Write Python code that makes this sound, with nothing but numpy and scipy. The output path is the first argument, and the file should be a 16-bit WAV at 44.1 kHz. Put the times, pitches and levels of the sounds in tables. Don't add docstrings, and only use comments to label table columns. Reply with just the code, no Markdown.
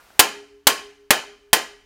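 import sys
import numpy as np
from scipy import signal
from scipy.fft import rfft, irfft
from scipy.io import wavfile

SR = 44100
rng = np.random.default_rng(int(sys.argv[2]) if len(sys.argv) > 2 else 0)


def voltage_ratio(decibels):
    exponent = np.asarray(decibels, float) / 20
    return 10 ** exponent


def persist_wave(psi):
    counts = np.round(np.clip(psi, -1, 1) * 32767).astype(np.int16)
    wavfile.write(sys.argv[1], SR, np.atleast_2d(counts).T)


N = 81585
TILT_FROM_HZ = 940


def table(points, hz):
    p = np.array(points, float)
    return np.interp(np.log(np.maximum(hz, 1)), np.log(p[:, 0]), p[:, 1])


def tilt(hz, db_per_octave):
    return db_per_octave * np.log2(np.maximum(hz, TILT_FROM_HZ) / 2000)


def colour(x, points, tilt_db=0):
    hz = np.arange(2049) * SR / 4096
    gain = voltage_ratio(table(points, hz) + tilt(hz, tilt_db))
    cepstrum = irfft(np.log(gain))
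    cepstrum[1:2048] *= 2
    cepstrum[2049:] = 0
    impulse = irfft(np.exp(rfft(cepstrum)))[:2048]
    return signal.fftconvolve(x, impulse)[:len(x)]


def unit(x):
    return x / np.sqrt(np.mean(x ** 2))


def fade(t, t60):
    return (t >= 0) * np.exp(-np.log(1000) * np.maximum(t, 0) / t60)


def ring(t, hz, db, t60):
    return voltage_ratio(db) * fade(t, t60) * np.sin(2 * np.pi * hz * t)


# pitch_hz, level_db [dB per Hz]
CRACK_COLOUR = [(40, -36.5), (130, -22.5), (300, -3.5), (500, -12), (800, -0.5), (1400, -5.5), (3100, -3.4),
                (15500, -11.5)]
CRACK_DB, RATTLE_T60_S = -2.5, 0.027
SHUDDER_DB, SHUDDER_T60_S = -11, 0.12


def crack(t, tilt_db, hold_s):
    contact = (t >= 0) * (t < hold_s)
    rattle = contact + fade(t - hold_s, RATTLE_T60_S)
    shape = rattle + voltage_ratio(SHUDDER_DB) * fade(t, SHUDDER_T60_S)
    noise = rng.standard_normal(N)
    steady_level = np.std(colour(noise, CRACK_COLOUR, tilt_db))
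    return voltage_ratio(CRACK_DB) * colour(noise * shape, CRACK_COLOUR, tilt_db) / steady_level


TUBE_HZ = [470, 660, 750, 829, 900, 1048, 1087, 1220, 1405, 1530, 1690, 1730, 1922, 2090]
# level_db, t60_s
TUBE_RINGS = [(-29, .17), (-37.5, 0.06), (-32.5, 0.09), (-26, 0.094), (-27.5, .2), (-25, .28),
              (-25.5, 0.69), (-28, 0.3), (-24.5, 0.21), (-26.5, 0.43), (-27.5, 0.22), (-27.5, 0.49),
              (-23.5, 0.37), (-27, 0.52)]
BAR_HZ = [2180, 2428, 2590, 2950, 3050, 3160, 3205, 3780, 4093, 4520, 5017, 6180, 6697, 7020]
# level_db, t60_s
BAR_RINGS = [(-28, 0.11), (-23, 0.27), (-27.5, 0.12), (-28.5, 0.37), (-27.5, 0.4), (-26, .2), (-31, 0.23),
             (-30, 0.13), (-29.5, 0.28), (-26.5, 0.2), (-27, 0.56), (-27, 0.21), (-27.5, 0.15),
             (-24.5, 0.36)]
# pitch_hz, level_db, t60_s
CLANG = [(273, -21.5, 0.035), (363, -20.5, 0.029), (703, -16, 0.037), (832.4, -12.5, 0.034),
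         (914, -10.5, 0.046), (1763, -10, 0.057), (2650, -11, .03), (3090, -6.5, 0.034), (3220, -6.5, .04)]
MODE_SCATTER_DB, MODE_JITTER = 3, .009
GRIP_T60_S = .3


def frame(t):
    live = t[(t >= 0) & (t < .7)]
    modes = list(zip(TUBE_HZ + BAR_HZ, TUBE_RINGS + BAR_RINGS)) * 5
    chance = rng.standard_normal((len(modes), 2))
    clusters = 0
    for (hz, (db, t60)), (detune, force) in zip(modes, chance):
        struck_hz = hz * (1 + MODE_JITTER * detune)
        struck_db = db + MODE_SCATTER_DB * force
        clusters = clusters + ring(live, struck_hz, struck_db, min(t60, GRIP_T60_S))
    clang = sum(ring(live, *mode) for mode in CLANG)
    return np.pad(0.39 * clusters + clang, (np.sum(t < 0), N))[:N]


STAY_HZ, STAY_DB, STAY_T60_S = 284, -45.5, 1.5
PAIR_HZ, PAIR_DB, PAIR_T60_S, PAIR_BALANCE = 410.2, -29, 1.3, .85
BEAT_HZ, SWELL_S = 6.05, .038
STAY_LOSS_DB, PAIR_LOSS_DB = -4.5, -2.73


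def low_ring(t, blow):
    beat = np.pi * BEAT_HZ * (t - SWELL_S)
    middle = 2 * np.pi * PAIR_HZ * t
    pair = (np.sin(middle + beat) + PAIR_BALANCE * np.sin(middle - beat)) / 2
    stay = ring(t, STAY_HZ, STAY_DB + blow * STAY_LOSS_DB, STAY_T60_S)
    return stay + voltage_ratio(PAIR_DB + blow * PAIR_LOSS_DB) * fade(t, PAIR_T60_S) * pair


# pitch_hz, t60_s
ROOM_T60 = [(60, 0.04), (200, 0.43), (500, 0.23), (1000, 0.28), (2000, 0.32), (4850, 0.33), (9000, .24),
            (14000, .16)]
# pitch_hz, level_db
ROOM_COLOUR = [(60, -22), (200, -12), (500, 3.5), (1000, 1.5), (2000, 0.5), (3200, -1.5), (7000, -7),
               (15000, -16)]
ROOM_ONSET_S, LATE_DB, LATE_STRETCH = 0.005, -22.5, 2.53


def room(tilt_db):
    t = np.arange(SR) / SR
    f = np.arange(SR // 2 + 1) + 1.
    tail = 0
    for hz in 45 * 2 ** np.arange(0, 9, .5):
        window = np.cos(np.pi * np.clip(np.log2(f / hz), -.5, .5))
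        band = irfft(rfft(rng.standard_normal(SR)) * window, SR)
        t60 = table(ROOM_T60, hz)
        decay = fade(t, t60) + voltage_ratio(LATE_DB) * fade(t, LATE_STRETCH * t60)
        tail = tail + voltage_ratio(table(ROOM_COLOUR, hz) + tilt(hz, tilt_db)) * band * decay
    return tail * (1 - np.exp(-t / ROOM_ONSET_S))


# start_s, pitch_hz, level_db, t60_s
KNOCKS = [
    (.0005, 1416, -50, .12),
    (.0005, 1500, -54, .08),
    (.0005, 1630, -54, .08),
    (.0005, 1040, -53, .1),
    (.0005, 1225, -53, .1),
    (.1045, 800, -43, .02),
    (.1045, 1500, -44, .02),
    (.1045, 5000, -54, .006),
]


def knocks(t):
    return sum(ring(t - s, hz, db, t60) for s, hz, db, t60 in KNOCKS)


# pitch_hz, level_db [dB per Hz]
HUM_COLOUR = [(25, 4.5), (45, 9.5), (90, -8), (150, -19.5), (400, -29.5), (1500, -28), (4000, -38),
              (15500, -44.5)]
# pitch_hz, level_db [dB per Hz]
HISS_COLOUR = [(25, -7), (100, -4.5), (220, -6.5), (600, -1), (1300, -2), (3000, -8), (8000, -15),
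               (15500, -17)]
HUM_DB, HISS_DB = -57.5, -54.5
DUCK_DB, DUCK_S = -19.5, 0.11


def floor(t):
    first_s = BLOWS[0][0]
    duck = 1 - np.exp(-np.maximum(t - first_s, 0) / DUCK_S)
    hiss = voltage_ratio(HISS_DB + DUCK_DB * duck) * unit(colour(rng.standard_normal(N), HISS_COLOUR))
    hum = voltage_ratio(HUM_DB) * unit(colour(rng.standard_normal(N), HUM_COLOUR))
    return hiss + hum


# start_s, level_db, brightness [dB per octave], rattle_s, ring_db
BLOWS = [
    (.1930, 4, 1, .007, -1.5),
    (0.6696, 0.5, 1.44, .004, -3.5),
    (1.1058, -1, 0, .003, -3.5),
    (1.5306, 0.5, 1, 0.0025, -4.2),
]
ROOM_DB, ROOM_RING_DB = -8.5, -15


def scene():
    t = np.arange(N) / SR
    out = floor(t) + knocks(t)
    low = 0
    for blow, (s, db, tilt_db, hold_s, ring_db) in enumerate(BLOWS):
        rings = voltage_ratio(ring_db) * frame(t - s)
        tail = room(tilt_db)
        echo = signal.fftconvolve(rings, tail / np.sqrt(np.sum(tail ** 2)))[:N]
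        out = out + voltage_ratio(db) * crack(t - s, tilt_db, hold_s)
        out = out + rings + voltage_ratio(ROOM_RING_DB) * echo
        out = out + voltage_ratio(ROOM_DB + ring_db) * np.pad(tail, (int(s * SR), N))[:N]
        low = low * (t < s) + low_ring(t - s, blow)
    return (out + low)[None]


def top_cut(x):
    return signal.sosfilt(signal.butter(12, 15660, fs=SR, output="sos"), x)


CLIP, KNEE, MIC_CUT_HZ = .98, 8, 110


def record(dry):
    clipped = dry / (1 + np.abs(dry / CLIP) ** KNEE) ** (1 / KNEE)
    trimmed = signal.lfilter(*signal.butter(1, MIC_CUT_HZ, "high", fs=SR), clipped)
    return top_cut(np.clip(trimmed, -1, 1))


dry = scene()
out = record(dry)
persist_wave(out)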